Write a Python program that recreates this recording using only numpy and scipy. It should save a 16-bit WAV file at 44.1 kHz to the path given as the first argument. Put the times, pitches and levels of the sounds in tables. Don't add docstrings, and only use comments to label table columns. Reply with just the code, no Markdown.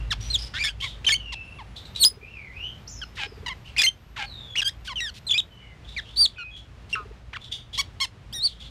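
import sys
import numpy as np
from scipy import signal
from scipy.fft import rfft, irfft, next_fast_len
from scipy.io import wavfile
from scipy.ndimage import uniform_filter1d

SR = 44100
rng = np.random.default_rng(int(sys.argv[2]) if len(sys.argv) > 2 else 0)


def to_wav(s):
    ch = np.atleast_2d(s).T
    pcm = np.round(np.clip(ch, -1, 1) * 32767)
    wavfile.write(sys.argv[1], SR, pcm.astype(np.int16))


N = 383669

# time in seconds, hum level in dB, hiss level in dB.
YARD = [(0.0, -32, -43.5), (1.602, -46.5, -45.5), (8.7, -46, -49)]
# pitch in Hz, half width in Hz, relative level in dB.
HUM = [(55.43, 5.2, 4), (112, 12, -7.5)]
# frequency in Hz, relative level in dB per Hz.
HISS = [(30, -15.5), (81, 4), (307, -15), (2910, -24.5), (6890, -38), (15500, -55.5)]
# start in seconds, end in seconds, pitch in Hz, middle level in dB.
INSECTS = [(1.42, 1.8, 9830, -73), (1.75, 5.6, 12490, -76.5)]
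COOS = [2.067, 3.27, 6.95]
COO_GAP_S, COO_HZ, COO_DB = .055, 420, -39.5
# time in seconds, pitch in Hz, level in dB.
FAR_WHISTLES = [
    [(0.0, 2750, -43), (0.1, 2740, -82)],
    [(1.17, 3048, -38.5), (1.35, 2623, -41), (1.58, 2743, -48.5)],
    [(2.21, 2310, -45.5), (2.31, 2820, -46), (2.4, 2302, -39.5), (2.5, 1957, -51.5), (2.6, 2750, -37),
     (2.68, 3137, -34), (2.75, 3080, -60)],
    [(2.87, 3800, -39.5), (2.89, 7470, -43.5), (2.96, 5430, -48.5), (3.03, 5060, -46)],
    [(4.24, 4630, -50), (4.33, 3815, -41), (4.56, 3266, -45.5)],
    [(3.23, 5320, -53), (3.4, 4520, -70)],
    [(.205, 5810, -45), (.3, 5850, -46)],
    [(5.5, 3060, -53.5), (5.7, 2887, -57.5)],
    [(5.59, 2276, -54), (5.77, 1966, -60)],
    [(6.505, 3330, -53), (6.56, 3340, -37)],
    [(6.36, 2511, -39.5), (6.55, 2504, -55)],
]
# start in seconds, level in dB, highest pitch aimed at in Hz,
# length in seconds.
SPARROWS = [(0.373, -41, 5530, 0.081), (0.8, -34.5, 3804, 0.11), (1.757, -37.5, 4090, 0.032),
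            (1.845, -34.5, 4160, 0.025), (1.945, -36.5, 4080, 0.043), (3.643, -42, 3055, 0.056),
            (5.836, -47.5, 3940, 0.19), (6.05, -52.5, 3860, 0.3), (6.559, -39.5, 3640, 0.03),
            (7.396, -42.5, 3810, 0.062), (7.51, -38.5, 3675, 0.028), (7.727, -36, 3720, 0.033),
            (8.448, -41.5, 3770, 0.081), (8.596, -36.5, 3726, 0.03), (8.635, -38.5, 3960, .035)]
CHATTER_HZ, SAG = 60, 0.12

# frequency in Hz, relative level in dB.
THROAT = [(1500, -6.5), (3300, 8.5), (5000, 2.5), (6800, -5), (9000, -9), (16000, -28)]
# start in seconds, length in seconds,
# level in dB.
RASPS = [(0.199, .29, -46.5), (3.15, .03, -46.5), (4.844, .045, -42.5), (5.137, 0.058, -45.5),
         (6.892, 0.046, -46)]
# start in seconds, end in seconds, rate in Hz, pitch swing 0-1, level swing 0-1.
TRILLS = [(0.53, 0.597, 297.6, 0.2, 0.7), (6.955, 7.05, 193.5, 0.09, 0.08)]
# start in seconds, end in seconds, half-pitch strength in dB.
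HALVED = [(8.308, 8.4, 0.5)]
# start in seconds, end in seconds, added roughness in dB.
HOARSE = [(0.538, 0.718, -8), (0.83, 0.869, -9), (3.76, 3.84, -9), (1.04, 1.12, -10), (4.55, 4.64, -9)]
SLIDE_ROUGH_S = .008
CATCHES = [.845, 3.236, 4.226]
CATCH_DB = 7
# start in seconds, peak level in dB.
CROAKS = [(3.17, -31.5), (4.161, -30.5)]
CROAK_S, CROAK_FROM_HZ, CROAK_HZ, DROP_S = .098, 2150, 800, .011
CROAK_FADE_DB, CROAK_SLOPE_DB, CROAK_RASP_DB = 8, -2, -13
RATTLE_HZ, RATTLE_PITCH, RATTLE_LEVEL = 540, .2, .5
CLOSED = [.815, 3.48, 7.33] + [s for s, _ in CROAKS]
CLOSED_SHIFT = .76

# start in seconds, length in seconds, from Hz, to Hz, bend (over 1 moves late,
# under 1 early), peak level in dB, peak place 0-1, fade from the peak to both ends in dB,
# overtone slope in dB per octave.
GLIDES = [ (.105, 0.036, 2015, 750, 1.37, -22, 0.35, 14.5, -3),
          (.325, 0.041, 4220, 3040, 1.44, -17, 0.86, 21.5, -4),
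          (.638, 0.078, 1770, 1543, 2, -23, 0, 21, -1), (1.992, 0.054, 4420, 2775, 5, -11, 0.96, 29, 8),
          (2.047, 0.039, 4990, 5044, 0.5, -8, 0.1, 11.5, 5.5),
          (4.645, 0.053, 1587, 2042, 6.8, -20, 0.58, 12.5, 0), (5.003, .1, 1918, 1407, 2.37, -28, 0, 8, -4),
          (6.952, 0.099, 1323, 1175, 1, -28.5, 0, 30.5, -23.5)]
# start in seconds, length in seconds, from Hz, to Hz, peak level in dB.
STEPS = [(0.301, 0.02, 4120, 4250, -25), (.538, .051, 1351, 1700, -30.5), (1.044, 0.015, 1927, 4330, -29.5),
         (1.087, 0.027, 1797, 1745, -21), (1.106, 0.016, 3257, 3266, -16.5),
         (1.119, 0.026, 2118, 2251, -15.5), (1.141, 0.026, 3006, 3156, -21.5),
         (1.322, .024, 1132, 799.7, -31), (1.586, 0.041, 1168, 794, -39.5),
         (3.015, 0.027, 1670, 1368, -32.5), (3.461, .015, 1042, 916, -29.5), (3.48, 0.014, 1008, 924, -28),
         (3.493, .04, 1119, 980.5, -33.5), (3.764, 0.023, 2010, 3294, -27.5),
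         (3.781, 0.035, 2470, 2403, -17.5), (3.789, .024, 3580, 3430, -19.5),
         (3.815, 0.013, 1661, 1637, -17.5), (3.831, 0.01, 2950, 2804, -20), (3.836, 0.027, 2117, 2080, -15),
         (3.863, 0.029, 3120, 3138, -14.5), (4.554, 0.022, 1910, 3375, -27.5),
         (4.616, 0.018, 1565, 1633, -23.5), (4.876, 0.019, 1656, 1347, -32),
         (4.892, 0.043, 1178, 935, -33.5), (4.957, 0.05, 3164, 2630, -27.5),
         (5.294, 0.013, 3695, 3420, -22), (5.341, 0.04, 2330, 2600, -22.5),
         (5.964, 0.038, 2447, 1599, -28.5), (6.382, 0.053, 1486, 1370, -35.5),
         (6.928, .02, 2814, 2697, -21.5)]
STEP_PEAK, STEP_FADE_DB = .45, 3
STEP_SLOPE_DB, PER_LEVEL, PER_OCTAVE_DB = 0, 0.86, -7.5
# start in seconds, length in seconds,
# from Hz, to Hz, peak level in dB, overtone slope in dB per octave.
HOOKS = [(0.647, .049, 2161, 2990, -28.5, -11), (1.065, .031, 3076, 1847, -16, -6.5),
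         (4.573, 0.037, 2888, 2370, -20.5, -9), (5.267, 0.026, 4117, 3070, -30, -2.5),
         (5.378, .028, 3840, 2890, -16.5, -9.5)]
HOOK_BEND = 4.5
# start in seconds, length in seconds, from Hz,
# top Hz, to Hz, top place 0-1, peak level in dB, overtone slope in dB per octave.
ARCHES = [(0.582, 0.06, 1882, 2377, 2155, 0.75, -25, -8), (0.82, .057, 957, 1106, 894, 0.4, -30.5, -1),
          (5.307, .023, 2430, 3446, 2693, .45, -14.5, -11),
          (5.331, .019, 2694, 3487, 3070, 0.6, -18.5, -17), (7.776, .042, 822, 1121, 790, 0.6, -20.5, 1),
          (8.001, 0.056, 920, 1092, 809, 0.3, -21, -0.5)]
FLAT_TOP, ARCH_FADE_DB = 3.1, 12
# overtone slope in dB per octave, then a list of points, each with time in
# seconds, pitch in Hz, level in dB.
SWEEPS = [ (-3.5, [(6.16, 4790, -39), (6.167, 3764, -30), (6.175, 4540, -23.5), (6.215, 4735, -11),
          (6.247, 4400, -13.5), (6.265, 3187, -14)]), (-6.5, [(7.33, 759, -38), (7.338, 1314, -34),
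          (7.352, 2042, -40), (7.366, 1378, -30), (7.374, 1010, -34.5)]), (-8.5, [(8.326, 2946, -38),
          (8.345, 3876, -33), (8.395, 3620, -33), (8.415, 3870, -30.5), (8.455, 4700, -16),
          (8.476, 4154, -20)])]
SLUR_S, JOINED_S = .0018, .006

DUCK_FROM_DB, DUCK_POWER, RECOVER_S = -27, 0.25, 0.26
TOP_HZ = 15600


def amp(db):
    return 10 ** (np.asarray(db) / 20)


def unit(x):
    return x / np.sqrt(np.mean(x ** 2) + 1e-20)


def along(points, hz):
    f, v = np.transpose(points)
    return np.interp(np.log(hz + 1), np.log(f + 1), v)


def filtered(x, response):
    m = next_fast_len(len(x) + 8192)
    spectrum = rfft(x, m) * response(np.fft.rfftfreq(m, 1 / SR))
    return irfft(spectrum, m)[:len(x)]


def noise(count, response):
    return unit(filtered(rng.standard_normal(count), response))


def soft(count, hz):
    return noise(count, lambda f: 1 / (1 + (f / hz) ** 2))


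def gate(t, start, end, edge):
    return np.clip(np.minimum(t - start, end - t) / edge, 0, 1)


def swell(u, db, place, fade_db):
    away = np.where(u < place, 1 - u / place, (u - place) / (1 - place))
    return amp(db - fade_db * away ** 2), away


def read(note, edge):
    s, hz, db = np.transpose(note)
    first = round(s[0] * SR)
    t = np.arange(first, round(s[-1] * SR)) / SR
    rounding = round(np.diff(s).min() * SR / 2)
    hz = uniform_filter1d(np.interp(t, s, hz), rounding, mode="nearest")
    return first, t, hz, amp(np.interp(t, s, db)) * gate(t, s[0], s[-1], edge)


def echoes(x, t60):
    wet, step, t = np.zeros(N + SR), SR // 4, np.arange(SR // 2) / SR
    for k in range(0, N, step):
        tail = rng.standard_normal(len(t)) * amp(-60 * t / t60) * np.minimum(t / .01, 1)
        part = signal.fftconvolve(x[k:k + step], tail / np.linalg.norm(tail))
        wet[k:k + len(part)] += part
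    return wet[:N]


def yard():
    t = np.arange(N) / SR
    s, hum_db, hiss_db = np.transpose(YARD)
    hum = noise(N, lambda f: sum(amp(db) / (1 + ((f - hz) / wide) ** 2) for hz, wide, db in HUM))
    hiss = noise(N, lambda f: amp(along(HISS, f)))
    hum_gain = amp(np.interp(t, s, hum_db))
    hiss_gain = amp(np.interp(t, s, hiss_db) + soft(N, hz=2.8))
    return hum_gain * hum + hiss_gain * hiss


def insects():
    out, t = np.zeros(N), np.arange(N) / SR
    for start, end, hz, db in INSECTS:
        buzz = noise(N, lambda f: np.exp(-((f - hz) / 300) ** 2))
        gain = amp(db + 2.5 * soft(N, hz=2.6)) * gate(t, start, end, 0.039)
        out += gain * buzz
    return out


def coos():
    out, t = np.zeros(N), np.arange(-600, 600) / SR
    pulse = amp(COO_DB) * np.exp(-(t / 0.0055) ** 2) * np.sin(2 * np.pi * COO_HZ * t)
    for s in COOS:
        for k in range(4):
            first = round((s + k * COO_GAP_S + t[0]) * SR)
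            out[first:first + len(t)] += pulse
    return out


def whistles():
    out = np.zeros(N)
    for note in FAR_WHISTLES:
        first, t, hz, gain = read(note, edge=0.0057)
        phase = 2 * np.pi * np.cumsum(hz) / SR
        tone = np.sin(phase) + amp(-28.5) * np.sin(2 * phase)
        flutter = 1 + 0.8 * soft(len(t), hz=120)
        out[first:first + len(t)] += gain * flutter * tone
    return out


def sparrows():
    out, t = np.zeros(N + SR), np.arange(SR // 2) / SR
    for s, db, hz, length in SPARROWS:
        sweep_up = 0.28 * np.exp(-t / (.2 * length))
        fall = SAG * np.minimum(t / length, 1.5) ** 2
        warble_hz = 210 * soft(len(t), hz=300)
        phase = 2 * np.pi * np.cumsum(hz * (1 - sweep_up - fall) + warble_hz) / SR
        rasp = noise(len(t), lambda f: amp(along(THROAT, f)) * (f > hz / 2))
        chatter = amp(6.2 * soft(len(t), CHATTER_HZ))
        shape = chatter * (1 - np.exp(-t / 0.011)) * np.exp(-(t / length) ** 4)
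        voice = np.sin(phase) + amp(-22.5) * np.sin(2 * phase) + 0.27 * rasp
        out[round(s * SR):][:len(t)] += amp(db) * shape * voice
    return out[:N]


def rasps():
    t = np.arange(N) / SR
    level = sum(amp(db) * gate(t, s, s + length, 0.01) for s, length, db in RASPS)
    hiss = noise(N, lambda f: amp(along(THROAT, f)) * (f > THROAT[0][0]))
    return level * amp(2 * soft(N, hz=148)) * hiss


def straight_notes():
    notes = list(GLIDES)
    for s, length, a, b, db in STEPS:
        octaves = np.log2((a + b) / 2 / 2000)
        slope_db = STEP_SLOPE_DB + PER_LEVEL * (db + 18) + PER_OCTAVE_DB * octaves
        notes.append((s, length, a, b, 1, db, STEP_PEAK, STEP_FADE_DB, slope_db))
    for s, length, a, b, db, slope_db in HOOKS:
        notes.append((s, length, a, b, HOOK_BEND, db, STEP_PEAK, STEP_FADE_DB, slope_db))
    return sorted(notes)


def song():
    span = lambda length: np.linspace(0, 1, round(length * SR))
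    last_s, last_hz = 0, 0
    for s, length, from_hz, to_hz, bend, db, place, fade_db, slope_db in straight_notes():
        u = span(length)
        hz = from_hz + (to_hz - from_hz) * u ** bend
        if abs(s - last_s) < JOINED_S:
            hz += (last_hz - from_hz) * np.exp(-u * length / SLUR_S)
        last_s, last_hz = s + length, to_hz
        yield s, hz, swell(u, db, place, fade_db)[0], slope_db
    for s, length, from_hz, top_hz, to_hz, place, db, slope_db in ARCHES:
        u = span(length)
        gain, away = swell(u, db, place, ARCH_FADE_DB)
        end_hz = np.where(u < place, from_hz, to_hz)
        yield s, top_hz - (top_hz - end_hz) * away ** FLAT_TOP, gain, slope_db
    for s, db in CROAKS:
        u = span(CROAK_S)
        hz = CROAK_HZ + (CROAK_FROM_HZ - CROAK_HZ) * np.exp(-u * CROAK_S / DROP_S)
        yield s, hz, swell(u, db, STEP_PEAK, CROAK_FADE_DB)[0], CROAK_SLOPE_DB
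    for slope_db, note in SWEEPS:
        first, t, hz, gain = read(note, edge=SLUR_S)
        yield first / SR, hz, gain, slope_db


def roughness(t, hz):
    croaky = [(at, at + CROAK_S, CROAK_RASP_DB) for at, _ in CROAKS]
    rough = amp(-16) + sum(amp(db) * gate(t, start, end, 0.0063) for start, end, db in HOARSE + croaky)
    slide = SR * abs(np.gradient(np.log(hz)))
    return rough + np.minimum(SLIDE_ROUGH_S * slide, .5)


def shaken(t, hz, gain):
    rattles = [(at, at + CROAK_S, RATTLE_HZ, RATTLE_PITCH, RATTLE_LEVEL) for at, _ in CROAKS]
    for start, end, rate_hz, swing, depth in TRILLS + rattles:
        shake = gate(t, start, end, 0.0055) * np.sin(2 * np.pi * rate_hz * t)
        hz, gain = hz * (1 + swing * shake), gain * abs(1 + depth * shake)
    return hz, gain


def overtones(t, hz, gain, slope_db, shift, order):
    effort = np.sqrt(gain / gain.max())
    slope_db = slope_db - 2.2 * (2.0 - effort)
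    weight = amp(slope_db * np.log2(order) + along(THROAT, order * hz / shift))
    weight *= order * hz < TOP_HZ
    weight *= amp([2.5 * soft(len(t), hz=40) for _ in order])
    half = sum(amp(db) * gate(t, start, end, 0.017) for start, end, db in HALVED)
    weight[::2] *= half * order[::2] ** 3
    return weight / np.sqrt(np.sum(weight ** 2, axis=0) / 2)


def starling():
    out = np.zeros(N)
    order = np.arange(1, 33)[:, None] / 2
    for s, hz, gain, slope_db in song():
        first = round(s * SR)
        t = (first + np.arange(len(hz))) / SR
        gain = gain * gate(t, t[0], t[-1], edge=.0012)
        gain = gain * amp(sum(CATCH_DB * np.exp(-((t - at) / 0.0025) ** 2) for at in CATCHES))
        shift = CLOSED_SHIFT if np.min(abs(s - np.array(CLOSED))) < .03 else 1
        rough = roughness(t, hz)
        hz, gain = shaken(t, hz, gain)
        weight = overtones(t, hz, gain, slope_db, shift, order)
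        uneven = lambda: rough * soft(len(t), hz=404)
        jitter_hz = 95 * uneven()
        phase = 2 * np.pi * np.cumsum(hz + jitter_hz) / SR
        spread = .25 * order ** 2
        tone = np.sum(weight * np.cos(order * phase + spread), axis=0)
        air = noise(len(t), lambda f: amp(along(THROAT, f / shift)) * (f > hz.min()))
        breath = rough * (1 + np.cos(phase)) * air
        out[first:first + len(t)] += gain * (tone * (1 + .5 * uneven()) + 0.2 * breath)
    return out + 0.27 * filtered(out ** 2, lambda f: f > CROAK_HZ)


def scene():
    background = yard() + insects() + coos()
    far = whistles() + sparrows()
    near = rasps() + starling()
    far_echo = echoes(far, t60=0.26)
    near_echo = amp(-18.0) * echoes(near, t60=0.14)
    return (background + far + far_echo + near + near_echo)[None]


def record(dry):
    keep = np.exp(-1 / (RECOVER_S * SR))
    power = signal.lfilter([1 - keep], [1, -keep], dry[0] ** 2)
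    ducked = dry[0] * (1 + power / amp(2 * DUCK_FROM_DB)) ** -DUCK_POWER
    return filtered(ducked, lambda hz: hz < TOP_HZ)[None]


dry = scene()
out = record(dry)
to_wav(out)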